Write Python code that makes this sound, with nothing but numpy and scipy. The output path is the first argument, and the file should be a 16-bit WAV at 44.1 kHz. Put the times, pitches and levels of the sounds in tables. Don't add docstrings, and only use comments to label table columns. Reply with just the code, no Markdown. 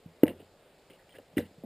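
import sys
import numpy as np
from scipy import signal
from scipy.fft import rfft, irfft
from scipy.io import wavfile
from scipy.ndimage import uniform_filter1d

SR = 44100
rng = np.random.default_rng(int(sys.argv[2]) if len(sys.argv) > 2 else 0)


def transcribe(u):
    v = np.clip(np.atleast_2d(u).T, -1, 1)
    q = np.round(v * 32767).astype(np.int16)
    wavfile.write(sys.argv[1], SR, q)


def attenuation_scalar(level_db):
    decades = np.asarray(level_db, float) / 20
    return 10 ** decades


N = 72765

# pitch_hz, level_db (per Hz)
AIR_SPECTRUM = [(25, -8.5), (80, -4.5), (220, -6.5), (520, -1), (720, -7), (1000, -13.5), (3000, -16.5),
                (5900, -19)]
# pitch_hz, level_db (per Hz)
CHANNEL_HISS = [(20, -11), (1000, -7), (5500, -8.5), (6200, -12.5), (8000, -5), (9600, -5), (10200, -30)]
# start_s, length_s, level_db, from_hz, to_hz
HINGE_SQUEAKS = [
    (1.099, 0.019, -61, 3106, 3350),
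    (1.117, 0.023, -61.5, 3080, 3135),
]
# start_s, length_s, level_db, fall_db (over its length), pitch_hz
LEVER_STROKES = [(.232, 0.0067, -35, 13, 3290), (.245, 0.09, -63, -3, 2295), (.281, 0.036, -55.5, 4, 3100),
                 (.395, 0.025, -61, -4.6, 2920), (.898, 0.023, -56, 6, 2700), (.92, .045, -62, 6, 2600),
                 (.990, .035, -65.5, 6, 1900), (1.138, .03, -60.5, -3.5, 1800),
                 (1.145, 0.03, -60.5, -4, 3120), (1.364, 0.014, -51, -12, 2400),
                 (1.379, 0.0096, -41, 13.5, 4600), (1.395, .085, -57.5, 14.5, 1900),
                 (1.400, 0.068, -57.5, 10, 3000), (1.390, .035, -56, -2.5, 4070),
                 (1.368, 0.039, -57, 0, 5200)]
# start_s, length_s, level_db, fall_db (over its length), pitch_hz
SHELL_STROKES = [
    (.246, 0.0725, -35, 6.5, 380),
    (.320, 0.099, -50.5, 17, 300),
    (.395, 0.042, -57.5, 1.5, 450),
    (.897, 0.089, -55, 26.5, 450),
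    (1.135, 0.037, -61.5, -4, 610),
    (1.188, 0.0176, -48, 9, 560),
    (1.375, 0.0323, -36, 3, 420),
    (1.405, 0.076, -46.5, 17.5, 264),
    (1.638, 0.011, -51, -6, 450),
]
# start_s, level_db, pitch_hz (favoured), damping (1 = free)
LEVER_TICKS = [(0.2319, -30.5, 1400, 1.24), (0.2345, -21.5, 2720, 3), (0.2358, -24.5, 1979, 4.7),
               (0.2374, -29, 3900, 3.4), (0.2365, -29.5, 5000, 1.6), (0.241, -41, 2840, 4.3),
               (0.2567, -41, 2074, 3), (0.2684, -31, 4400, 3.8), (.2668, -36, 2582, 3.7),
               (0.2713, -46, 2556, 3), (0.2793, -35, 2050, 2.2), (0.28, -37, 4860, 1.3),
               (0.2818, -30, 3000, 3.3), (0.2919, -38, 2950, 2.2), (.291, -42, 1800, 2.8),
               (0.297, -35, 3050, 2.7), (.303, -49.5, 2700, 2.5), (0.9015, -53, 2240, 1.7),
               (1.093, -49, 2590, 1.5), (1.1845, -50.5, 1730, 1.9), (1.185, -44, 3160, 2.2),
               (1.331, -59, 2210, 3.4), (1.372, -41, 2400, 4), (1.372, -34, 3500, 2.9),
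               (1.375, -44.5, 1950, 2.5), (1.3791, -31.5, 1810, 5.6), (1.3806, -22.5, 2200, 2.0),
               (1.3819, -27, 3110, 2.8), (1.383, -53, 5400, 1.5), (1.3844, -31.5, 3920, 0.97),
               (1.385, -35, 1850, 1.3), (1.391, -34.5, 2000, 3.2), (1.390, -44, 5200, 1.8),
               (1.396, -38, 2870, 1.5), (1.403, -46.5, 2074, 0.78), (1.414, -44, 3937, 1.5),
               (1.424, -48, 2026, 0.57), (1.425, -50, 2970, 1)]
# start_s, level_db, pitch_hz (favoured), contact_ms, damping (1 = free)
SHELL_KNOCKS = [(0.058, -23, 160, 3.75, 1.74), (0.062, -41, 171, 2.4, 1.9), (0.056, -20, 88, 3.6, 2.6),
                (0.233, 4, 354.5, 1.74, 2.8), (.234, -9.5, 910, 0.32, 1.3), (0.237, -3.5, 82, 5.4, 2),
                (0.2394, -20.5, 189, 1.2, 1.8), (0.24, -20.5, 276, 2.36, 1.6), (.418, -57, 614, 2.7, 1.6),
                (0.904, -41, 140, 1.8, 1.48), (1.167, -46, 144, 1, 0.97), (1.1852, -35, 490, 0.93, 1.76),
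                (1.3295, -44, 636, .8, 1.9), (1.334, -36, 160, 3.6, 0.84), (1.3689, -10.5, 285, 2.31, 2.3),
                (1.371, 6.5, 81, 5.9, 3.8), (1.3696, -29, 163, 3.4, 0.95), (1.3759, -33, 333, 1.16, 3.7),
                (1.3861, -13.5, 235, 2.15, 1.96), (1.392, -26.5, 535, 0.81, 1.32),
                (1.403, -29, 293, 1.2, 3.1), (1.427, -32, 199, 2.7, 0.61), (1.452, -37, 195, 4.6, 0.67),
                (1.510, -41.5, 215, 1.9, 1.1), (1.5804, -31, 148, 3.4, 1.1), (1.6356, -34, 510, 1.12, 0.96),
                (1.6372, -16, 230, 2.1, 0.28), (1.186, -43, 686, 0.62, 0.99), (1.172, -29, 82, 3.5, 3.0),
                (0.299, -16, 90, 3.1, 3.0), (1.403, -38, 85, 4, 3.2)]
# pitch_hz, level_db, t60_s
LEVER_MODES = [(1325, -6, .05), (1580, -1, 0.06), (1740, 1.5, 0.06), (1933, 4, 0.041), (2082, -3.5, 0.036),
               (2340, -5.5, 0.066), (2700, -3, 0.018), (2839, 0.5, 0.062), (3020, -6.5, .03),
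               (3590, -5.5, .025), (3939, -4, 0.04), (4550, -13.5, 0.025), (4970, -6.5, 0.025),
               (5620, 3.5, .02)]
# pitch_hz, level_db, t60_s
SHELL_MODES = [(90.6, -7, 1), (140, 5.5, .12), (166, 6.5, 0.32), (198.4, 6.5, 0.0833), (230, 3.5, 0.08),
               (268, 2.5, 0.09), (300, 2, 0.11), (352, 0.5, 0.044), (418.7, -1.5, 0.085), (488.8, -1, 0.16),
               (560, 0.5, 0.078), (655, -7, 0.047), (780, -26.5, 0.025), (873, -13, 0.056)]

AIR_DB, AIR_FLICKER_DB = -61, 1.37
HISS_DB, HISS_FLICKER_DB = -79, 3.5
SHELL_REACH_OCT, LEVER_REACH_OCT = 0.32, 0.3
TICK_MS, TICK_FOCUS_OCT = 0.15, 0.45
SCATTER_DB = 3.5
GRAINS_PER_S, GRAIN_SPREAD_DB, STROKE_FADE_S = 1800, 3, 0.0026
HOUSING_HZ, HOUSING_WIDTH_HZ, HOUSING_LEAK_DB = 404, 800, -23.5
BASS_CUT_HZ, LEVER_CUT_HZ = 42, 820
ALIAS_CUT_HZ, TOP_CUT_HZ = 5900, 15250
OVERLOAD_AT, JOLT_DB, JOLT_HZ, JOLT_T60_S = 0.16, -70, 60, 0.1


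def ring(x, hz, t60):
    radius, angle = attenuation_scalar(-60 / (t60 * SR)), 2 * np.pi * hz / SR
    return signal.lfilter([0, np.sin(angle)], [1, -2 * radius * np.cos(angle), radius * radius], x + 1e-18)


def favour_db(hz, centre_hz, reach_oct):
    return -6 * (np.log2(hz / centre_hz) / reach_oct) ** 2


def cut_bass(x, order, hz):
    return signal.sosfilt(signal.butter(order, hz, "high", fs=SR, output="sos"), x)


def coloured(spectrum, flicker_db):
    out = np.zeros(N)
    edges = 20 * 2 ** np.arange(0, 9, 0.5)
    white = rng.standard_normal((2, N + SR // 2))
    points_hz, points_db = np.array(spectrum).T
    for k, (low, high) in enumerate(zip(edges, edges[1:])):
        band_filter = signal.butter(2, [low, high], "band", fs=SR, output="sos")
        band = signal.sosfilt(band_filter, white[k % 2])[-N:]
        flicker = np.interp(np.arange(N), np.linspace(0, N, 20), rng.standard_normal(20))
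        level_db = np.interp(np.log(low * high) / 2, np.log(points_hz), points_db)
        out += band * attenuation_scalar(level_db + flicker_db * flicker)
    return out / np.std(out)


def air():
    return attenuation_scalar(AIR_DB) * coloured(AIR_SPECTRUM, AIR_FLICKER_DB)


def squeaks():
    t, out = np.arange(N) / SR, np.zeros(N)
    for start, length, db, from_hz, to_hz in HINGE_SQUEAKS:
        part = np.clip((t - start) / length, 0, 1)
        swell = np.sin(np.pi * part)
        wobble = uniform_filter1d(rng.standard_normal(N), size=60) * np.sqrt(60)
        phase = 2 * np.pi * np.cumsum(from_hz + (to_hz - from_hz) * part) / SR
        out += attenuation_scalar(db) * swell * attenuation_scalar(4.7 * wobble) * np.sin(phase)
    return out


def rubbing(strokes, modes, reach_oct, ringing):
    t, out = np.arange(N) / SR, np.zeros(N)
    shapes = []
    for start, length, db, fall, _ in strokes:
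        slope = attenuation_scalar(db - fall * np.clip((t - start) / length, 0, 1))
        fade = np.clip(np.minimum(t - start, start + length - t) / STROKE_FADE_S, 0, 1)
        shapes.append(slope * fade)
    for hz, db, t60 in modes:
        stroke = sum(shape * attenuation_scalar(favour_db(hz, row[4], reach_oct)) for shape, row in zip(shapes, strokes))
        hits = rng.random(N) < GRAINS_PER_S / SR
        heights = attenuation_scalar(GRAIN_SPREAD_DB * np.minimum(rng.exponential(1, N), 3))
        grains = hits * heights * rng.choice([-1, 1], N)
        unit = np.std(ring(grains, hz, t60 * ringing))
        out += attenuation_scalar(db - 4) * ring(grains * stroke, hz, t60 * ringing) / unit
    return out


def strike(modes, reach_oct, start, db, centre_hz, contact_ms, damping, focus_oct=None):
    first = int(start * SR)
    t = np.arange(min(N - first, int(0.3 * SR))) / SR
    push = np.sin(np.pi * np.clip(t / (contact_ms / 1000), 0, 1))
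    push = -push / push.sum()
    if focus_oct:
        focus_band = [centre_hz / 2 ** focus_oct, centre_hz * 2 ** focus_oct]
        push = signal.lfilter(*signal.butter(1, focus_band, "band", fs=SR), push)
    out = np.zeros(N)
    for hz, mode_db, t60 in modes:
        favour = favour_db(hz, centre_hz, reach_oct * min(damping, 1))
        weight = attenuation_scalar(db - 7 + mode_db + SCATTER_DB * rng.standard_normal() + favour)
        out[first:first + len(push)] += weight * ring(push, hz, t60 / damping)
    return out


def lever():
    return sum(strike(LEVER_MODES, LEVER_REACH_OCT, start, db, hz, TICK_MS, damping, TICK_FOCUS_OCT)
               for start, db, hz, damping in LEVER_TICKS)


def shell():
    return sum(strike(SHELL_MODES, SHELL_REACH_OCT, *knock) for knock in SHELL_KNOCKS)


def housing(x):
    radius, angle = np.exp(-np.pi * HOUSING_WIDTH_HZ / SR), 2 * np.pi * HOUSING_HZ / SR
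    gain = (1 - radius * radius) / 2
    boxy = signal.lfilter([gain, 0, -gain], [1, -2 * radius * np.cos(angle), radius * radius], x)
    return boxy + attenuation_scalar(HOUSING_LEAK_DB) * x


def scene():
    hush = air()
    latch = squeaks() + rubbing(LEVER_STROKES, LEVER_MODES, reach_oct=0.23, ringing=0.2) + lever()
    latch = cut_bass(latch, 2, LEVER_CUT_HZ)
    shell_rubs = rubbing(SHELL_STROKES, SHELL_MODES[1:], reach_oct=1.0, ringing=0.28)
    body = housing(housing(shell()) + shell_rubs)
    case = cut_bass(body + latch, 3, BASS_CUT_HZ)
    return np.tile(case + hush, (2, 1))


def top_cut(x):
    return signal.sosfilt(signal.butter(12, 16530, fs=SR, output="sos"), x)


def record(dry):
    x = signal.sosfiltfilt(signal.butter(4, ALIAS_CUT_HZ, fs=SR, output="sos"), dry)
    steps = np.repeat(signal.resample_poly(x, 40, 147, axis=1), 4, axis=1)
    x = signal.resample_poly(steps, 147, 160, axis=1)[:, :N]
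    overload = np.maximum(np.abs(dry[0]) - OVERLOAD_AT, 0)
    jolt = attenuation_scalar(JOLT_DB) * ring(overload, JOLT_HZ, JOLT_T60_S)
    hiss = attenuation_scalar(HISS_DB) * coloured(CHANNEL_HISS, HISS_FLICKER_DB)
    x = x + (jolt + hiss) * np.array([[1], [-1]])
    x = irfft(rfft(x) * (np.fft.rfftfreq(N, 1 / SR) < TOP_CUT_HZ), N)
    return top_cut(x)


dry = scene()
out = record(dry)
transcribe(out)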